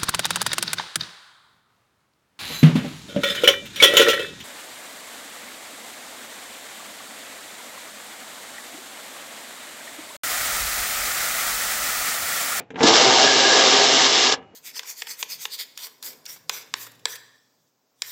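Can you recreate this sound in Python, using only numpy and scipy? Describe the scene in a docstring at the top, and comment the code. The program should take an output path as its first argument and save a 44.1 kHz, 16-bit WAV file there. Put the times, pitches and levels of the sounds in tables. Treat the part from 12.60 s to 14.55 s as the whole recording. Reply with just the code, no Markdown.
"""First a fading knock and a dull bump, then trigger clicks: a cordless ratchet in a car engine bay.
The motor spins up, backs out a bolt in one burst and stops dead; a metal part rings on.
Random tooth hits ring the housing for rattle, growl and whine; sines locked to the shaft hum.
Knocks are fading noise and struck tones. Sparse echoes make the bay; shaped noise is the outdoor floor."""
import sys
import numpy as np
from scipy import signal
from scipy.io import wavfile
from scipy.ndimage import uniform_filter1d

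SR = 44100
rng = np.random.default_rng(int(sys.argv[2]) if len(sys.argv) > 2 else 0)


def how_loud(loudness_db):
    """Turn decibels into a plain amplitude multiplier (0 dB gives 1, 20 dB gives 10)."""
    steps = np.asarray(loudness_db, float) / 20
    return 10 ** steps


def transcribe(signal):
    """Save signal, clipped to [-1, 1], as a 16-bit WAV file at the path in sys.argv[1]."""
    frames = np.atleast_2d(signal).T
    limited = np.clip(frames, -1, 1)
    pcm = np.round(limited * 32767).astype(np.int16)
    wavfile.write(sys.argv[1], SR, pcm)


N = 85995


def evened(x):
    """Scales a sound to an average (rms) level of 1."""
    return x / np.sqrt(np.mean(x ** 2) + 1e-20)


def read(points, hz):
    """Reads a table between its points, on a logarithmic pitch axis."""
    table_hz, value = np.transpose(points)
    return np.interp(np.log(hz + 1), np.log(table_hz + 1), value)


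def colour(x, points):
    """Filters a sound to the given spectrum, with no sound before its cause (minimum phase)."""
    db = np.maximum(read(points, abs(np.fft.fftfreq(4096, 1 / SR))), -110)
    log_gain = db * np.log(10) / 20
    taps = np.fft.ifft(np.exp(signal.hilbert(log_gain).conj())).real[:2048]
    return signal.oaconvolve(x, taps)[:len(x)]


def resonate(x, hz, width):
    """Rings like one resonance, with a gain of about 1 at its own pitch."""
    r = np.exp(-np.pi * width / SR)
    return 2 * signal.lfilter([1 - r], [1, -r * np.exp(2j * np.pi * hz / SR)], x).real


def drift(hz):
    """Random wandering of rms 1, no faster than about hz."""
    low_pass = signal.butter(2, hz, fs=SR, output="sos")
    settled = signal.sosfilt(low_pass, rng.standard_normal(2 * N))[N:]
    return evened(settled)


def patchy(x, db):
    """Makes random patches of time and pitch swell and sink."""
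    z = signal.stft(x, nperseg=512, noverlap=384)[2]
    across_time = uniform_filter1d(rng.standard_normal(z.shape), 20, 1)
    patches = evened(uniform_filter1d(across_time, 4, 0))
    return signal.istft(z * how_loud(db * patches), nperseg=512, noverlap=384)[1][:len(x)]


def add(mix, s, sound):
    """Mixes a sound in at a time in seconds."""
    part = mix[round(s * SR):][:len(sound)]
    part += sound[:len(part)]


def outdoor_floor():
    """The low outdoor noise: random noise shaped to a dull spectrum, slowly swelling."""
    # spectrum shape: pitch_hz [Hz], density_db [dB per Hz, relative]
    floor_shape = [(30, -30), (60, -4), (145, 3), (400, -4), (800, -11), (1500, -16), (2500, -19),
                   (3400, -28), (8000, -40)]
    # slow swell: time_s [s], level_db [dB]
    floor_swell = [(0, -57), (1.9, -52)]
    level_db = np.interp(np.arange(N) / SR, *np.transpose(floor_swell))
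    return how_loud(level_db) * evened(colour(rng.standard_normal(N), floor_shape))


def bay(x):
    """Sparse reflections of the engine bay, each band dying at its own speed."""
    # echo decay: pitch_hz [Hz], time to fall 60 dB t60_s [s]
    bay_decay = [(150, 0.39), (300, 0.15), (500, 0.48), (1500, 0.26), (2500, 0.24), (3500, 0.13),
                 (7000, 0.065)]
    taps = np.zeros(SR // 2)
    at = np.arange(100, len(taps) - 20, 20)
    taps[at + rng.integers(0, 20, len(at))] = rng.choice([-1., 1.], len(at))
    hz, t, z = signal.stft(taps, SR, nperseg=256)
    fade = how_loud(-60 * t / read(bay_decay, hz)[:, None])
    tail = signal.istft(z * fade, SR, nperseg=256)[1]
    return signal.oaconvolve(x, tail / np.linalg.norm(tail))[:N]


def ring():
    """One slowly dying tone of a metal part, heard once the motor stops."""
    ring_hz, ring_db, t60_s, full_at_s, rise_s = 2893, -59.5, 1.15, 1.78, 0.029
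    t = np.arange(N) / SR - full_at_s
    level_db = ring_db - 60 * np.maximum(t, 0) / t60_s + 3 * drift(hz=60)
    rise = np.clip(1 + t / rise_s, 0, 1)
    return rise * how_loud(level_db) * np.sin(2 * np.pi * ring_hz * t)


def fading_knock(t):
    """An earlier knock dying away: shaped noise that fades evenly in dB."""
    # spectrum shape: pitch_hz [Hz], density_db [dB per Hz, relative]
    fading_shape = [(47, -46), (80, -9), (823, -10), (979, -19.5), (1620, -22.5), (1890, -21.5),
                    (2380, -20), (4660, -39.5), (8000, -51.5), (10400, -84), (17600, -120)]
    level_db, t60_s = -32, .13
    return evened(colour(rng.standard_normal(len(t)), fading_shape)) * how_loud(level_db - 60 * t / t60_s)


def thud(t, db, rise_s):
    """The low tones (modes) of the tool body, struck softly and slightly off pitch each time."""
    # body modes: pitch_hz [Hz, before the random shift], level_db [dB, relative]
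    body_modes = [(92, -18.5), (176, -6), (260, -1.5), (350, -7), (445, -0.5), (700, -14), (830, -20.5)]
    t60_s = .11
    modes = 0
    for hz, mode_db in body_modes:
        modes = modes + how_loud(mode_db) * np.sin(2 * np.pi * hz * rng.uniform(0.968, 1.04) * t)
    return modes * np.minimum(t / rise_s, 1) * how_loud(db - 60 * np.maximum(t - rise_s, 0) / t60_s)


def bumps(t):
    """Dull bumps of the tool against the bay, each a thud alone."""
    # bumps: start_s [s], thud_db [dB, relative], rise_s [s]
    bump_list = [(.002, -37, 0.0044), (0.135, -30, 0.0024), (0.23, -10.5, 0.0093), (0.244, -14, 0.0061),
                 (1.931, -41.5, 0.019)]
    out = np.zeros(N)
    for s, thud_db, rise_s in bump_list:
        add(out, s, thud(t, thud_db, rise_s))
    return out


def knocks(t):
    """Trigger, socket and pawl: a noise click, a bright ringing tick and a thud, all fading."""
    # knocks: start_s [s], click_db [dB], tick_db [dB], thud_db [dB, relative]
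    knock_list = [(.104, -38, -55.5, -32), (.143, -42, -71, -39.5), (0.1574, -28, -59, -27),
                  (0.1907, -28, -56, -36.5), (.206, -18, -50.5, -14), (1.7778, -57, -65, -33),
                  (1.8235, -50, -72.5, -46.5)]
    # click spectrum shape: pitch_hz [Hz], density_db [dB per Hz, relative]
    click_shape = [(530, -17.5), (800, 3.5), (1200, -5.5), (1600, 0.5), (2500, -2.5), (3910, -13.5),
                   (4490, -29.5), (8300, -41.5), (18300, -120)]
    click_t60_s, tick_t60_s, thud_rise_s = 0.073, .07, .0015
    tick_hz, tick_width_hz = 6300, 3000
    out = np.zeros(N)
    for s, click_db, tick_db, thud_db in knock_list:
        click = evened(colour(rng.standard_normal(len(t)), click_shape))
        click = click * how_loud(click_db - 60 * t / click_t60_s)
        tick = resonate(rng.standard_normal(len(t)), tick_hz, tick_width_hz)
        tick = evened(resonate(tick, tick_hz, tick_width_hz)) * how_loud(tick_db - 60 * t / tick_t60_s)
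        add(out, s, click + tick + thud(t, thud_db, thud_rise_s))
    return out


def shaft_turns(t):
    """Counts the motor shaft's turns by adding up its slightly unsteady speed."""
    # shaft speed: time_s [s], speed_hz [turns per second, before the jitter]
    shaft_speed = [(.22, 90), (.33, 113), (.43, 128), (.52, 130.5), (.62, 134.5), (.95, 133), (1.08, 134.4),
                   (1.35, 133.6), (1.65, 131), (1.75, 129)]
    jitter = .02  # rms share of the speed
    speed_hz = np.interp(t, *np.transpose(shaft_speed)) * (1 + jitter * drift(hz=26.3))
    return np.cumsum(speed_hz) / SR


def tooth_hits(turns):
    """Random gear-tooth impacts of uneven strength, bunched a little once a turn."""
    teeth_per_s, spread_db, turn_depth = 22000, 1.0, 0.12
    strength = how_loud(spread_db * np.minimum(rng.exponential(1, N), 4)) * rng.standard_normal(N)
    hit = rng.random(N) < teeth_per_s / SR
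    bunch = 1 + turn_depth * np.cos(2 * np.pi * turns)
    return evened(strength * hit * bunch)


def housing(teeth):
    """The tooth hits plus the housing resonances they ring, made patchy."""
    # resonances: pitch_hz [Hz], width_hz [Hz], level_db [dB, relative to the hits]
    housing_modes = [(252, 40, -1), (329.5, 27, 2.5), (435, 27, 0), (668, 69, -6.5), (776, 25, 7),
                     (936, 33, -3), (1224, 14, -19.5), (2220, 40, -20.5), (2823, 80, -0.5),
                     (3200, 470, -12), (3700, 740, -4), (5270, 770, -4.5)]
    rung = sum(how_loud(db) * resonate(teeth, hz, width) for hz, width, db in housing_modes)
    return patchy(teeth + rung, db=0.5)


def shaft_hum(turns):
    """The unbalance hums at multiples (orders) of the shaft speed, each wavering in level."""
    # orders: multiple [times shaft speed], level_db [dB above the growl, before the waver]
    shaft_orders = [(1, -27.5), (2, -19.5), (4, -13.5), (5, -15.5), (7, -19), (9, -28.5)]
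    waver_db, waver_hz = 5, 20
    hum = 0
    for multiple, db in shaft_orders:
        tone = np.sin(2 * np.pi * (multiple * turns + rng.random()))
        hum = hum + how_loud(db + waver_db * drift(waver_hz)) * tone
    return hum


def motor_on(t, first_s, last_s):
    """A quick ramp up at the start and a quick dying away at the stop."""
    start_s, stop_s = 0.0053, 0.0071
    return np.clip((t - first_s) / start_s, 0, 1) * np.exp(-np.maximum(t - last_s, 0) / stop_s)


def burst(t, teeth, turns):
    """The rung housing as a bright rattle and a low body growl, with the shaft hum in the growl."""
    # burst: time_s [s], rattle_db [dB], growl_db [dB, sets growl and hum together]
    burst_levels = [(0.16, -62, -54), (0.186, -46, -21.5), (0.191, -40, -30), (0.227, -27.5, -15.5),
                    (0.232, -15.5, -13), (0.256, -19, -17), (0.274, -10.5, -11), (0.322, -16.5, -12.5),
                    (0.346, -12.5, -13.5), (0.486, -14.5, -13.5), (0.536, -15.5, -17), (0.642, -13, -13),
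                    (0.682, -15.5, -18.5), (1.084, -14, -15), (1.292, -15.5, -18.5), (1.462, -14, -19),
                    (1.474, -16.5, -21.5), (1.634, -15, -20), (1.7, -16.5, -20), (1.71, -22.5, -27.5),
                    (1.724, -14.5, -18.5), (1.731, -21.5, -28.5), (1.74, -20, -16.5)]
    # rattle spectrum shape: pitch_hz [Hz], density_db [dB per Hz, relative]
    rattle_shape = [(530, -20.5), (900, -6), (1030, -4.5), (1210, 3), (1460, -9.5), (1690, 2), (1860, -2.5),
                    (2180, 1), (2550, -4.5), (2880, 0), (5170, -1), (7420, -6), (8300, -8), (10800, -60.5),
                    (18300, -120)]
    # growl spectrum shape: pitch_hz [Hz], density_db [dB per Hz, relative]
    growl_shape = [(24, -42), (70, -30), (130, -14), (210, -13.5), (253, -6.5), (304, -7), (398, 0.5),
                   (566, -2), (680, 2.5), (1450, -7), (2200, -40.5), (2860, -47.5), (4840, -120)]
    at, rattle_db, growl_db = np.transpose(burst_levels)
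    rung = housing(teeth)
    rattle = evened(colour(rung, rattle_shape)) * how_loud(np.interp(t, at, rattle_db))
    growl = 0.78 * evened(colour(rung, growl_shape)) + shaft_hum(turns)
    growl = growl * how_loud(np.interp(t, at, growl_db))
    return (rattle + growl) * motor_on(t, at[0], at[-1])


def throb(t, teeth, turns):
    """The third shaft order and a housing whine rung by the teeth, both throbbing with the load."""
    # throb: time_s [s], third_order_db [dB, before its gain], whine_db [dB, before its gain]
    throb_levels = [(0.22, -43.5, -26.5), (0.248, -18, -20.5), (0.274, -25, -17), (0.316, -23, -43),
                    (0.372, -38.5, -56), (0.44, -36, -49.5), (0.479, -19.5, -55), (0.572, -44, -22),
                    (0.626, -28, -51), (0.648, -22.5, -17.5), (0.702, -41.5, -16.5), (0.741, -21.5, -28),
                    (0.823, -46.5, -29), (0.848, -30, -15), (0.876, -20.5, -20), (0.91, -44, -9),
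                    (0.95, -26, -19.5), (0.978, -25.5, -23), (1.018, -33, -20), (1.068, -20, -37),
                    (1.102, -33.5, -26), (1.14, -20, -41), (1.182, -30.5, -27), (1.212, -20.5, -36.5),
                    (1.288, -34, -36.5), (1.34, -23, -36.5), (1.378, -45, -25), (1.416, -24, -41),
                    (1.454, -31.5, -40), (1.608, -36.5, -47.5), (1.666, -33.5, -30.5), (1.738, -32.5, -21)]
    third_gain_db, whine_gain_db = 1.5, -8.5
    whine_hz, whine_width_hz = 1668, 90
    at, third_db, whine_db = np.transpose(throb_levels)
    third = np.sqrt(2) * np.sin(3 * 2 * np.pi * turns)  # rms 1 when steady
    third = third * how_loud(third_gain_db + np.interp(t, at, third_db))
    whine = resonate(teeth, whine_hz, whine_width_hz)
    whine = evened(resonate(whine, whine_hz, 2 * whine_width_hz))
    whine = whine * how_loud(whine_gain_db + np.interp(t, at, whine_db))
    return (third + whine) * motor_on(t, at[0], at[-1])


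def ratchet():
    """The running tool: one shaft and one train of tooth hits drive all its sounds."""
    t = np.arange(N) / SR
    turns = shaft_turns(t)
    teeth = tooth_hits(turns)
    return burst(t, teeth, turns) + throb(t, teeth, turns)


def scene():
    """Tool, knocks and bumps with their bay echoes, the ringing part and the outdoor floor."""
    bay_db = -19
    t = np.arange(8000) / SR  # time within one knock
    near = ratchet() + knocks(t) + bumps(t)
    add(near, 0, fading_knock(t))
    return (near + how_loud(bay_db) * bay(near) + ring() + outdoor_floor())[None]


def band_limit(x):
    """A steep low-pass at the top of the band."""
    return signal.sosfilt(signal.butter(12, 8590, fs=SR, output="sos"), x)


def record(dry):
    """The input rounds off the tallest peaks, then the microphone limits the band."""
    # microphone band: pitch_hz [Hz], gain_db [dB]
    mic_band = [(20, -30), (90, -3.5), (7500, -0.5), (8000, -12.5), (8400, -25), (8650, -45), (8800, -88)]
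    ceiling = .95  # peaks bend towards this height
    rounded = dry[0] / (1 + (dry[0] / ceiling) ** 4) ** .25
    mix = colour(rounded, mic_band)[None]
    return band_limit(mix)


dry = scene()
out = record(dry)
transcribe(out)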